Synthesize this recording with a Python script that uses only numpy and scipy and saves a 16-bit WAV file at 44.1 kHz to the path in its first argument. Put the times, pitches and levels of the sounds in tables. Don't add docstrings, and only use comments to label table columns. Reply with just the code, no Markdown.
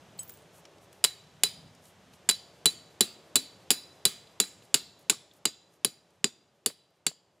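import sys
import numpy as np
from scipy import signal
from scipy.fft import rfft, irfft
from scipy.io import wavfile

SR = 44100
rng = np.random.default_rng(int(sys.argv[2]) if len(sys.argv) > 2 else 0)


def ratio_of_db(decibels):
    return 10 ** (np.asarray(decibels, float) / 20)


def materialize(psi):
    bounded = np.clip(np.atleast_2d(psi).T, -1, 1)
    quanta = np.round(bounded * 32767).astype(np.int16)
    wavfile.write(sys.argv[1], SR, quanta)


N = 326340
T = np.arange(N) / SR

# (first contact [s], force [dB], hardness [dB], angle of the landing spot on the face [deg],
# contact duration [s])
BLOWS = [(1.0405, -19, 0, 159, 0.0046), (1.4346, -19, 3, 50, 0.0036), (2.2897, -20, -1.5, 131, 0.006),
         (2.6569, -19, 2.9, 76, .003), (3.0074, -18.5, 3.5, 162, .003), (3.3564, -19, 2, 76, 0.0033),
         (3.7048, -18.5, 4, 121, .004), (4.053, -18, 4, 103, 0.0027), (4.4007, -18.5, 1.7, 180, .003),
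         (4.7424, -16, -1.65, 72, .0028), (5.0974, -18, -2.5, 175, 0.0027), (5.4540, -19.5, -5, 54, 0.004),
         (5.8470, -23, 2.5, 163, 0.0045), (6.2425, -19.5, -10, 52, .0033), (6.6608, -24, 3.8, 99, 0.0024),
         (7.0655, -23, -4.5, 75, 0.0052)]


def fade(t, t60):
    return np.exp(-np.log(1000) * t / t60)


def unit(x):
    return x / np.sqrt(np.mean(x ** 2))


def add(out, s, x):
    i = int(s * SR)
    out[i:i + len(x)] += x[:len(out) - i]


def colour(x, points):
    hz, db = np.transpose(points)
    f = np.arange(x.shape[-1] // 2 + 1) * SR / x.shape[-1]
    gain = ratio_of_db(np.interp(np.log(f + 1), np.log(hz), db))
    return irfft(rfft(x) * gain, x.shape[-1])


def band(x, hz, octaves):
    edges = np.clip(hz * 2 ** (np.array([-.5, .5]) * octaves), 20, .45 * SR)
    return signal.sosfilt(signal.butter(2, edges, "band", fs=SR, output="sos"), x)


def walk(rate):
    return unit(np.interp(T * rate, np.arange(200), rng.standard_normal(200)))


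def wide(side_db, size=N):
    mid, side = rng.standard_normal((2, size))
    return mid + ratio_of_db(side_db) * side * np.array([[1], [-1]])


def tones(hz, t60, db, t):
    phase, tune = rng.standard_normal((2, len(hz), 1))
    sines = np.sin(2 * np.pi * hz * (1 + 0.0011 * tune) * t + phase)
    return np.sum(ratio_of_db(db) * fade(t, t60) * sines, axis=0)


def pings(table):
    out, t = np.zeros(N), T[:8192]
    for s, db, hz, t60, *caught in table:
        caught_s = caught[0] if caught else 1
        onset_and_catch = np.clip(np.minimum(t / 0.00051, (caught_s - t) / .004), 0, 1)
        add(out, s, ratio_of_db(db) * fade(t, t60) * np.sin(2 * np.pi * hz * t) * onset_and_catch)
    return out


def gain_db(s):
    # (time [s], gain [dB])
    gain = [(0, 2), (.8, -.3), (3.8, 0.3), (4.75, -2), (5.5, -7.5), (6.1, -9), (6.8, -12.5), (7.4, -13)]
    return np.interp(s, *np.transpose(gain))


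def woods():
    # (frequency [Hz], density [dB per Hz])
    hum_spectrum = [(15, -75.5), (25, -19), (43, -25), (92, -4.5), (135, -3.5), (162, 1), (204, -1),
                    (225, -3), (257, 2.5), (524, -7), (569, -5), (1300, -17.5), (1690, -45.5), (2860, -120)]
    # (frequency [Hz], density [dB per Hz])
    air_spectrum = [(530, -25), (900, -10), (1470, -4.5), (2220, -7), (3300, -7), (4680, -12),
                    (6250, -12.5), (14200, -27), (16000, -41.5)]
    hum_db, air_db = -59.5, -64.5
    low = colour(wide(-20), hum_spectrum)
    hum = ratio_of_db(0.96 * walk(7.2)) * band(low, 110, 2.8)
    hum = hum + ratio_of_db(1.2 * walk(1.3)) * band(low, 600, 2.49)
    air = unit(colour(wide(-14.0), [(450, air_spectrum[0][1] - 30)] + air_spectrum))
    swell_s, swell_width_s, swell_db = 1.58, 0.19, 4.5
    swell = swell_db * np.exp(-((T - swell_s) / swell_width_s) ** 2)
    return ratio_of_db(gain_db(T)) * (ratio_of_db(hum_db + swell) * unit(hum) + ratio_of_db(air_db) * air)


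def chain():
    # (frequency [Hz], level [dB], T60 [s])
    big_link = [(3080, -23, .14), (5110, -28.5, 0.16), (6535, -17, 0.13), (7920, 0.1, 0.095),
                (12550, -19.5, .08), (13280, -23.5, .07)]
    small_link = [(15000, -7, .15), (15200, -1, .15)]
    # (time [s], level [dB], delay until caught [s])
    big_touches = [
        (0.1922, -29, 0.053),
    ]
    small_touches = [
        (.180, -53, .045),
        (.226, -47, .047),
        (.281, -46, .012),
        (.2935, -41, .012),
        (.318, -47, 0.099),
    ]
    # (time [s], level [dB], frequency [Hz], T60 [s], delay until caught [s])
    clinks = [
        (.189, -36, 4320, 0.012, .03),
        (.207, -47, 10360, .07, .06),
        (.227, -56, 13280, .4, .044),
        (.232, -41, 8750, .011, .02),
        (.232, -40, 15200, .027, .03),
        (.293, -42.5, 14500, .05, .02),
        (.305, -35, 7150, 0.0051, .02),
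        (.307, -63, 12820, .12, .03),
    ]
    rings = []
    for modes, touches in ((big_link, big_touches), (small_link, small_touches)):
        for s, db, caught in touches:
            rings += [(s, db + lift, hz, t60, caught) for hz, lift, t60 in modes]
    return pings(clinks + rings)


def rustle():
    # (time [s], level [dB], centre frequency [Hz], bandwidth [octaves])
    ticks = [(0.232, -51, 10030, 1.6), (0.2765, -60, 7700, 1.7), (0.294, -50, 8030, 1.7),
             (0.3054, -56, 8000, 0.86), (.338, -58, 8200, 0.38), (0.422, -64, 8000, 0.45),
             (0.653, -53, 3060, 2.1), (0.783, -65, 4800, 1.4), (0.9285, -57, 4800, 2.5),
             (1.75, -64, 6600, 1.5), (1.8543, -59, 5600, 1.3), (2.136, -57.5, 3670, 1.6),
             (4.2703, -58, 3440, 0.8), (4.623, -60, 3400, 0.64), (4.651, -63, 6700, 1.2),
             (4.992, -63, 8200, 2.2), (5.312, -60, 3320, 0.64), (5.336, -64, 7030, 2.1),
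             (5.738, -69, 4730, 2.6), (6.1046, -70, 5010, 2.1), (6.905, -78, 8140, 2.9)]
    # (time [s], level [dB], centre frequency [Hz], bandwidth [octaves])
    clods = [
        (4.437, -47, 1500, 1.8),
        (6.699, -51, 1600, 2.4),
        (6.702, -52, 600, 1.2),
        (7.113, -55, 800, 1.6),
        (.190, -54, 2500, 2.5),
        (.296, -57, 1800, 1.5),
        (.652, -55, 1900, 1.),
    ]
    # (middle [s], duration [s], level [dB])
    swishes = [
        (0.304, 0.22, -67),
        (0.57, .07, -63),
        (0.836, .045, -68),
        (0.963, 0.071, -73),
        (1.868, 0.082, -63.5),
        (2.148, 0.038, -67.5),
        (4.64, .03, -70),
        (5.018, .035, -76),
        (5.366, .035, -73),
        (5.73, .07, -78),
    ]
    lift_share, last_beat_s = .76, .39
    lift_s, lift_db, scatter_db = 0.058, -75, 0.5
    series = np.transpose(BLOWS)[0, 2:]
    beats = np.append(np.diff(series), last_beat_s)
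    lifts = []
    for s, beat in zip(series, beats):
        db = lift_db + gain_db(s) + scatter_db * rng.standard_normal()
        lifts.append((s + lift_share * beat, lift_s, db))
    arm = np.zeros(N)
    for s, length, db in swishes + lifts:
        arm += ratio_of_db(db) * np.exp(-np.abs((T - s) / (.55 * length)) ** 3)
    grain = ratio_of_db(1.5 * rng.exponential(size=N // 64 + 1)).repeat(64)[:N]
    out = np.zeros(N)
    for s, db, hz, octaves in ticks + clods:
        burst = unit(band(rng.standard_normal(900), hz, octaves))
        add(out, s, ratio_of_db(db + 5.5) * burst * fade(T[:900], 0.028))
    return out + arm * unit(band(grain * wide(-18), 8600, 1.1))


def clank(family_db, length, uneven_db, rise_s=0.00055, modes_db=-0.04):
    # (frequency [Hz], level [dB])
    families = [
        [(1550, -9), (2190, -13.5), (2520, -4), (2900, 1.5), (3300, -4.5), (3600, 1)],
        [(4490, -7), (4800, 3.5), (5270, -3.5)],
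        [(6980, 2.5), (7450, 3), (7990, -2.5), (8420, -4.5)],
        [(9520, -6), (9890, 4.5), (10330, -3), (10600, 5)],
        [(11800, 0.5), (12500, 0.5), (13200, -2), (14300, -3.5), (15000, -4)],
    ]
    family_hz = [2600, 4800, 7500, 10200, 13000]
    # (frequency [Hz], density [dB per Hz])
    crack_spectrum = [(300, -30.5), (700, -8.5), (2000, -6.5), (4800, 2.5), (5900, -7.5), (7300, -1),
                      (11000, -4.5), (15000, -9), (17000, -7.5)]
    t60_s = .028
    t = T[:4096]
    modes = np.array([(hz, db + lift) for family, lift in zip(families, family_db) for hz, db in family])
    strike_db = modes[:, 1:] + uneven_db * rng.standard_normal((len(modes), 1))
    click = ratio_of_db(19) * (np.arange(len(t)) == 24)
    grate = ratio_of_db(-2.0) * rng.standard_normal(len(t)) * np.sign(uneven_db)
    crack = colour(colour(click + grate, crack_spectrum), list(zip(family_hz, family_db)))
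    touch = np.exp(-(t / length) ** 2) + ratio_of_db(-10) * fade(t, 0.12)
    body = tones(modes[:, :1], t60_s, strike_db + modes_db, t)
    return (body + ratio_of_db(8.5) * crack) * touch * np.clip(t / rise_s, 0, 1)


def ring(ring_db, tone_db, choke_s):
    # (frequency [Hz], T60 [s])
    head = [(4495, .09), (4815, .09), (6985, .08), (7420, .065), (10560, .065)]
    # (frequency factor [1], level [dB])
    head_pair = [(1.003, 8), (.991, 3)]
    stake_hz, stake_rise_s = 3976, 0.0016
    t = T[:8192]
    hz, t60 = np.transpose(head)[:, :, None]
    swell = (1 - np.exp(-t / stake_rise_s)) * np.exp(-(t / choke_s) ** 2)
    pairs = sum(tones(hz * split, t60, np.array(ring_db)[:, None] + db, t) for split, db in head_pair)
    return pairs + ratio_of_db(tone_db + 9.0) * swell * np.sin(2 * np.pi * stake_hz * t)


def thump(db, upper_db):
    # (frequency [Hz], T60 [s])
    soil_modes = [(230, 0.025), (415, 0.042)]
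    # (frequency [Hz], T60 [s], level against the thump [dB])
    handle = [(828, 0.018, -9), (1166, 0.015, -4.5)]
    t = T[:6000]
    hz, t60 = np.transpose(soil_modes)[:, :, None]
    hz = hz * (1 + 0.017 * rng.standard_normal((2, 1)))
    soil = tones(hz, t60, np.array([[-upper_db / 2], [upper_db / 2]]), t)
    crumble = ratio_of_db(-7.5) * unit(band(rng.standard_normal(len(t)), 210, 2.0)) * fade(t, 0.082)
    late = band((soil + crumble) * (1 - np.exp(-(t / .004) ** 2)), 300, 2.4)
    knock = tones(*np.transpose(handle)[:, :, None], t) * np.clip(t / 0.00035, 0, 1)
    return ratio_of_db(db + 4.0) * (late + knock)


def trunks(blow):
    # (centre frequency [Hz], T60 [s], level [dB])
    echo_bands = [(240, 0.59, -11), (700, .3, -28.5), (1850, 0.34, -6.5), (3930, 0.4, -5.5),
                  (7596, 0.14, -6), (13100, 0.23, -6)]
    t = T[:20000]
    echo = 0
    for hz, t60, db in echo_bands:
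        decay = fade(t, t60) + ratio_of_db(-22.5) * fade(t, 3 * t60)
        echo = echo + ratio_of_db(db - 24.5) * band(wide(-15, size=len(t)), hz, 1.3) * decay
    echo *= 1 - np.exp(-(t / .012) ** 2)
    return signal.fftconvolve(blow[None], echo, axes=1)


def hammering():
    # (soil thump [dB], stake tone [dB], time until the grip chokes the tone [s],
    # tone sent towards the trunks [dB])
    answers = [(-32, -27.5, .016, -28.5), (-33.5, -32.5, 0.032, -32), (-30.5, -33.5, .04, -33),
               (-26, -25, .027, -30.5), (-21.5, -29, .024, -33.5), (-24, -30, 0.025, -31),
               (-25, -30.5, .0087, -29), (-25.5, -29.5, 0.019, -30), (-24.5, -39, 0.039, -35.5),
               (-27, -22.5, 0.0054, -31.5), (-25, -39.5, .016, -41), (-27, -36.5, .019, -32),
               (-25, -40, 0.024, -36.5), (-26, -40, 0.018, -42), (-26, -41, 0.009, -31.5),
               (-32, -40.5, 0.019, -46)]
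    # (blow number, delay [s], level against the blow [dB], duration [s])
    chatter = [(0, .0062, -2, .0045), (1, .004, -6, .0015), (2, .0075, -1, .0035), (2, .0203, -9, .0035),
               (3, .0066, -7, .0025), (4, .0048, -7, .002), (4, .008, -13, .0015), (5, .005, -6, .002),
               (5, .0075, -8, .004), (6, .007, -7, .002), (6, .0105, -8, .0025), (7, .006, -8, .0025),
               (8, .0046, -9, .002), (9, .004, -7, .0035), (10, .0033, -4, .004), (14, .0036, -7, .0015),
               (15, .0145, -17, .002)]
    # (time [s], peak level [dB], frequency [Hz], T60 [s])
    rebounds = [
        (5.128, -36, 1200, 0.026),
        (5.144, -47, 1150, 0.022),
    ]
    # (level against the force [dB], share of the hardness [1])
    families = [(-0.68, 0.05), (-2.57, .2), (0.94, 0.05), (-2.55, 1), (-7.5, 1)]
    # (strongest level [dB], angle of the strongest spot [deg])
    face = [(-34, 144), (-33, 38), (-33.5, 122), (-34, 138), (-34, 104)]
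    node_lines = [3, 2, 3, 3, 2]
    node_leak, ring_gain_share = .1, .12
    usual_thump_db, darker_per_db = -28, 0.8
    echo_db, echo_gain_share = -13, 0.82
    near, far = pings(rebounds), np.zeros((N, 2))
    lift_db, share = np.transpose(families)
    top_db, top_deg = np.transpose(face)
    for k, (s, force_db, hard_db, spot_deg, length) in enumerate(BLOWS):
        family_db = force_db + lift_db + share * hard_db
        thump_db, tone_db, choke_s, away_db = answers[k]
        shape = np.cos(np.radians(node_lines * (spot_deg - top_deg)))
        ring_db = top_db + ring_gain_share * gain_db(s) + 20 * np.log10(np.hypot(shape, node_leak))
        blow = ring(ring_db, tone_db, choke_s)
        soil = thump(thump_db, darker_per_db * (usual_thump_db - thump_db))
        add(blow, 0, soil)
        around = ring(ring_db + 1.0, away_db, .012)
        add(around, 0, soil)
        add(around, 0, ratio_of_db(0.5) * clank(family_db, length, uneven_db=0, modes_db=-6.5))
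        add(far, s, ratio_of_db(echo_db + echo_gain_share * gain_db(s)) * trunks(around).T)
        add(blow, 0, clank(family_db, length, uneven_db=1.5))
        for number, delay, db, short in chatter:
            if number == k:
                add(blow, delay, clank(family_db + db, short, uneven_db=2.5, rise_s=.0011))
        add(near, s, blow)
    lag = ratio_of_db(-24) * np.gradient(near) * np.array([[1], [-1]])
    return near + lag + far.T


def scene():
    return woods() + chain() + rustle() + hammering()


def band_limit(x):
    return signal.sosfilt(signal.butter(12, 17070, fs=SR, output="sos"), x)


def record(dry):
    soft = np.tanh(1.7 * dry) / 1.7
    low_pass = signal.cheby2(10, 30, 16050, fs=SR, output="sos")
    return band_limit(signal.sosfilt(low_pass, soft))


dry = scene()
out = record(dry)
materialize(out)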